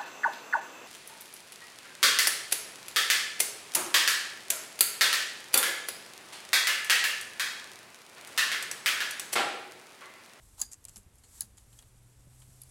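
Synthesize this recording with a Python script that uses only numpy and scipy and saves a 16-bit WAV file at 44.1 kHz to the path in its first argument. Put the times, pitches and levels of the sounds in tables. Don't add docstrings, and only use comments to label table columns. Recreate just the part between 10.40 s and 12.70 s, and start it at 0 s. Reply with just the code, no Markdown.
import sys
import numpy as np
from scipy import signal
from scipy.fft import rfft, irfft
from scipy.io import wavfile
from scipy.ndimage import uniform_filter1d

SR = 44100
rng = np.random.default_rng(int(sys.argv[2]) if len(sys.argv) > 2 else 0)


def dump(signal):
    limited = np.clip(np.atleast_2d(signal).T, -1, 1)
    pcm = np.round(limited * 32767).astype(np.int16)
    wavfile.write(sys.argv[1], SR, pcm)


N = 101429
T = np.arange(N) / SR

# (f/Hz, level/dB)
KNOCKS = [(.1956, -40.5, -1, 0.013), (.2011, -35.5, -2, 0.01), (.2066, -51, 11, .014),
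          (.2150, -24, 8, 0.0082), (.2168, -18.5, -30, 0.013), (.2254, -44, 14.5, 0.0055)]
KNOCK_COLOUR = [(410, -70), (700, -48), (1050, -34), (2330, -52), (3110, -33), (3940, -24), (4800, -15),
                (5400, -53), (6830, 4.5), (7790, -8.5), (8310, -27), (9860, -12), (11100, 3.5),
                (11700, -18.5), (13000, -27), (15400, -18), (16000, -39)]
# (f/Hz, level/dB)
SNAPS = [(1.0072, -21, 5, .0016), (1.0086, -21.5, -1, .0022), (1.0105, -35, -2, 0.007),
         (1.0194, -29, -12, 0.014)]
SNAP_COLOUR = [(410, -70), (700, -55), (1380, -30.5), (2880, -33), (4260, -18), (6480, -17), (7010, -13),
               (7890, -8), (8420, -24), (10800, 4), (12800, -26), (14800, -18), (16000, -9)]
# (f/Hz, level/dB)
TICKS = [(.1820, -54, 0, 0.024), (.1890, -62, -19, 0.026), (.3152, -44.5, -9, 0.048),
         (.3186, -45, -15, .008), (.3237, -48, -11, 0.0073), (.3250, -40, -10, 0.011),
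         (.3311, -36.5, -11, 0.0028), (.3330, -36, 0, 0.0038), (.3415, -38.5, -17, 0.01),
         (.4840, -38, -20, 0.012), (.4893, -45, -2, 0.011), (.4941, -42, -5, 0.008),
         (.5593, -43.5, -0.5, 0.017), (.5648, -46, -11, 0.023), (.5686, -39, -0.5, 0.0056),
         (.5760, -50, -0.5, 0.079), (.6308, -56, -7, 0.017), (.7555, -61, 6, .012),
         (.7835, -55.5, -4, 0.031), (.8365, -56, -7, 0.17), (1.1712, -53, -10, 0.0066),
         (1.1757, -49, -8, 0.027), (1.1820, -47, -9, 0.018), (1.3298, -55, -4, .03),
         (1.3895, -43.5, -10, .015), (1.4238, -55.5, 0, .02), (2.0012, -49, -18, 0.014),
         (2.0185, -57.5, -1, 0.065), (2.2172, -48.5, 16, 0.0033), (2.2190, -50.5, 11, 0.0043),
         (2.2342, -51, 1, .003), (2.2356, -55.5, 13, .007), (2.2915, -66.5, 10.5, .06)]
TICK_COLOUR = [(600, -26), (1700, -15.5), (2800, -20), (3900, -21), (4800, -5), (5900, -8), (7100, 5),
               (8400, 2), (9500, -1), (10500, 7), (11700, 2.5), (13000, -26), (16000, -35)]
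# (f/Hz, level/dB)
CLICKS = [(.4423, -40, -8, .004), (.4518, -29.5, -6, 0.0045), (.4530, -43, -9, 0.017)]
CLICK_COLOUR = [(1000, -22), (3000, -16), (4800, -6), (7000, 6), (10000, 8), (12000, 4), (13500, -11),
                (16000, -16)]
# (t/s, hook/dB, frame/dB, rattle/dB, rattle treble/dB)
RINGS = [(0.216, -48, -51.5, -40, -2.5), (1.0081, -64, -60, -41.5, 4)]
# (f/Hz, relative level/dB, fade/s)
HOOK_NOTES = [(4790, -0.5, .28), (4860, 5.5, 0.15), (5050, -16, .15), (6120, 0, 0.12), (6330, 0, 0.13),
              (6654, 1.5, 0.21), (6700, -6.5, .14), (7000, 2, 0.2), (7670, 4, .098), (7620, 5.5, 0.13),
              (8200, -18, 0.13), (9100, -1.5, 0.21), (9500, -4, 0.11), (10520, -12, 0.28), (11930, 2, 0.1),
              (11910, -6, .12), (15100, -4, 0.097)]
FRAME_NOTES = [(800, -5.5, 0.098), (907, -11, 0.15), (1036, -18, 0.11), (1202, -5, 0.065),
               (1380, -32, 0.098), (1660, -1, 0.097), (2724, -3.5, 0.063)]
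# (f/Hz, level/dB)
RATTLE_COLOUR = [(180, -47), (300, -3.5), (603, -30), (961, -8.5), (1480, -15), (1660, -7.5), (2880, -15),
                 (4750, 2), (5340, -13), (6960, 0.5), (8640, -23), (10000, 5.5), (12700, -15), (15200, -11),
                 (16000, -26)]
# (t/s, f/Hz, level/dB, fade/s)
PINGS = [(0.5595, 5600, -42, 0.016), (0.836, 4310, -58, 0.078), (1.0076, 4205, -37, 0.0089),
         (1.0087, 5810, -41, .009), (1.013, 5076, -48, .025), (1.0107, 9400, -33, 0.012),
         (1.012, 9480, -52, .13), (1.019, 6670, -34.5, 0.014), (1.021, 4350, -52, .04),
         (1.3888, 3310, -51, 0.039), (1.3887, 6350, -46.5, 0.019), (2.018, 3150, -55.5, 0.033),
         (2.2186, 4840, -55, 0.047), (2.2348, 4460, -59, 0.032), (2.213, 3616, -59, .03),
         (2.2188, 11200, -39.5, .012)]
# (f/Hz, level/dB)
SCRAPE_COLOUR = [(600, -16), (850, -8), (1050, -3), (1400, -17), (2200, -20.5), (4300, -11), (6000, -18),
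                 (12000, -47)]
# (f/Hz, level/dB)
CLACKS = [(0.217, -65), (0.316, -64), (.331, -65), (0.453, -63), (.483, -63.5), (.493, -68), (0.561, -55.5),
          (0.838, -60), (1.008, -59), (1.179, -60), (1.328, -64), (1.390, -61), (1.424, -61.5),
          (2.02, -60.5), (2.218, -65)]
CLACK_COLOUR = [(300, -22), (650, 4), (1000, 4), (1500, 0), (2300, 3), (3200, 5), (4500, 3), (7000, -20)]
# (t/s, f/Hz, level/dB, fade/s)
BUMPS = [(0.217, 239, -60.5, 0.22), (.51, 104, -58, .16), (0.566, 203.5, -55, 0.18), (.59, 102, -57, 0.16),
         (.662, 82, -48, 0.08), (1.03, 205, -59, 0.22), (1.04, 110, -57, .3), (1.075, 58, -55.5, .4),
         (1.868, 146, -47, 0.064)]
# (f/Hz, level/dB)
PATS = [(0.488, -60), (.578, -53.5), (0.661, -60), (1.864, -50.5), (2.083, -53.5), (2.281, -54.5)]
PAT_COLOUR = [(70, 2), (110, 1.5), (200, -14), (290, -19.5), (420, -13.5), (600, -23), (1200, -55),
              (4000, -62)]
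# (f/Hz, level/dB)
FUR_STROKES = [(0, -70), (.035, -61), (.08, -66), (.165, -64.5), (.205, -49), (.29, -66), (.42, -70.5),
               (.51, -63), (.61, -67), (.70, -73.5), (.77, -67), (.82, -68), (.87, -65.5), (.95, -57),
               (1.0, -54.5), (1.04, -58.5), (1.08, -69), (1.16, -71), (1.205, -64), (1.27, -69),
               (1.35, -62), (1.41, -63), (1.46, -68), (1.85, -68.5), (2.0, -62.5), (2.06, -64),
               (2.3, -62.5)]
FUR_COLOUR = [(800, -8.5), (2500, -14), (5000, -7.5), (6500, -3.5), (8000, 1), (10000, -3.5), (12000, -2),
              (13200, -27), (16000, -19.5)]
# (f/Hz, level/dB)
ROOM_COLOUR = [(20, -1.5), (32, 0), (46, 3.5), (62, 1.5), (85, -2), (115, -2.5), (155, -11), (230, -14),
               (330, -17), (600, -20.5), (950, -23.5), (2300, -27), (3700, -29.5), (7700, -37.5),
               (11800, -32), (13300, -44), (16000, -76)]
# (t/s, f/Hz, level/dB)
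HUM = [(0, 107.8, -77.5), (1.1, 112.7, -76), (1.35, 116, -65), (1.701, 121.9, -63), (2.0, 126.3, -60.5),
       (2.3, 126.2, -59)]

SPLIT_HZ, TOP_HZ = 8840, 15900


def knocks():
    return contacts(KNOCKS, KNOCK_COLOUR, attack_s=0.00028, hold_s=0.00074)


def snap():
    return contacts(SNAPS, SNAP_COLOUR, attack_s=0.00025, hold_s=0.0006)


def ticks():
    return contacts(TICKS, TICK_COLOUR, attack_s=0.00025, hold_s=0.00037)


def clicks():
    return contacts(CLICKS, CLICK_COLOUR, attack_s=0.00034, hold_s=0.00016)


def ringing(attack_s=0.00028):
    low, high = split(noise(RATTLE_COLOUR))
    out = sum(ring([(hz, db, fade)], t, attack_s) for t, hz, db, fade in PINGS)
    chatter = grains(spread_db=3, length_s=0.004)
    for t, hook_db, frame_db, rattle_db, treble_db in RINGS:
        out += amp(hook_db) * chatter * ring(HOOK_NOTES, t, attack_s)
        out += amp(frame_db) * ring(FRAME_NOTES, t, attack_s=0.0044)
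        rattle = low + amp(treble_db) * high
        out += amp(rattle_db) * envelope(t, attack_s, fade_s=0.1) * rattle
    return out


def scrape():
    rough = noise(SCRAPE_COLOUR) * grains(spread_db=5, length_s=0.0015)
    return amp(-56) * rough * envelope(0.1664, attack_s=0.047, fade_s=0.12)


def clacks():
    loudness = sum(amp(db) * envelope(t, attack_s=0.00096, fade_s=0.076) for t, db in CLACKS)
    return noise(CLACK_COLOUR) * loudness


def bumps():
    out = np.zeros(N)
    for t, hz, db, fade in BUMPS:
        note = np.sin(2 * np.pi * hz * (T - t))
        out += amp(db) * envelope(t, attack_s=0.0035, fade_s=fade) * note
    return out


def pats():
    loudness = sum(amp(db) * envelope(t, attack_s=0.0089, fade_s=0.048) for t, db in PATS)
    return noise(PAT_COLOUR) * loudness


def fur():
    t, db = np.array(FUR_STROKES).T
    return noise(FUR_COLOUR) * amp(np.interp(T, t, db)) * grains(spread_db=1.03, length_s=0.016)


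def closet(sound):
    tail = rng.standard_normal(N) * envelope(0.00073, attack_s=0.0015, fade_s=0.05)
    echoes = signal.fftconvolve(sound, tail / np.linalg.norm(tail))[:N]
    return sound + amp(-10) * echoes


def room():
    return amp(-61) * noise(ROOM_COLOUR)


def hum():
    t, hz, db = np.array(HUM).T
    phase = 2 * np.pi * np.cumsum(np.interp(T, t, hz)) / SR
    tone = np.sin(phase) + amp(-27.5) * np.sin(2 * phase)
    return np.sqrt(2) * amp(np.interp(T, t, db)) * tone


def contacts(rows, colour, attack_s, hold_s):
    hiss = noise(colour)
    loudness = np.sqrt(uniform_filter1d(hiss * hiss, size=64))
    low, high = split(hiss / loudness)
    return sum(amp(db) * envelope(t, attack_s, fade, hold_s) * (low + amp(treble_db) * high)
               for t, db, treble_db, fade in rows)


def ring(notes, start_s, attack_s):
    return sum(amp(db) * envelope(start_s, attack_s, fade) * np.sin(2 * np.pi * (hz * T + rng.random()))
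               for hz, db, fade in notes)


def grains(spread_db, length_s):
    wobble = uniform_filter1d(rng.standard_normal(N), max(int(length_s * SR), 1))
    gain = amp(spread_db * np.clip(wobble / wobble.std(), -2, 2))
    return gain / np.sqrt(np.mean(gain ** 2))


def noise(colour):
    hz, db = np.array(colour, float).T
    f = np.maximum(np.arange(N // 2 + 1) * SR / N, 1)
    shape = amp(np.interp(np.log(f), np.log(hz), db))
    bass_cut = np.minimum(f / hz[0], 1) ** 2
    shaped = irfft(rfft(rng.standard_normal(N)) * shape * bass_cut, N)
    return shaped / shaped.std()


def envelope(start_s, attack_s, fade_s, hold_s=0):
    age = T - start_s
    rise = np.clip(age / attack_s, 0, 1)
    fall = np.log(1000) * np.maximum(age - attack_s - hold_s, 0) / fade_s
    return rise * np.exp(-np.minimum(fall, 20))


def split(sound):
    low = signal.sosfiltfilt(signal.butter(4, SPLIT_HZ, fs=SR, output="sos"), sound)
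    return low, sound - low


def amp(db):
    return 10 ** (np.asarray(db) / 20)


def scene():
    hits = knocks() + snap()
    light_ticks = ticks()
    hangers = hits + clicks() + ringing() + closet(light_ticks) + scrape() + clacks() + bumps()
    cat = pats() + fur()
    return (hangers + cat + room() + hum())[None]


def record(dry):
    return signal.sosfilt(signal.ellip(8, .2, 70, TOP_HZ, fs=SR, output="sos"), dry)


dry = scene()
out = record(dry)
dump(out)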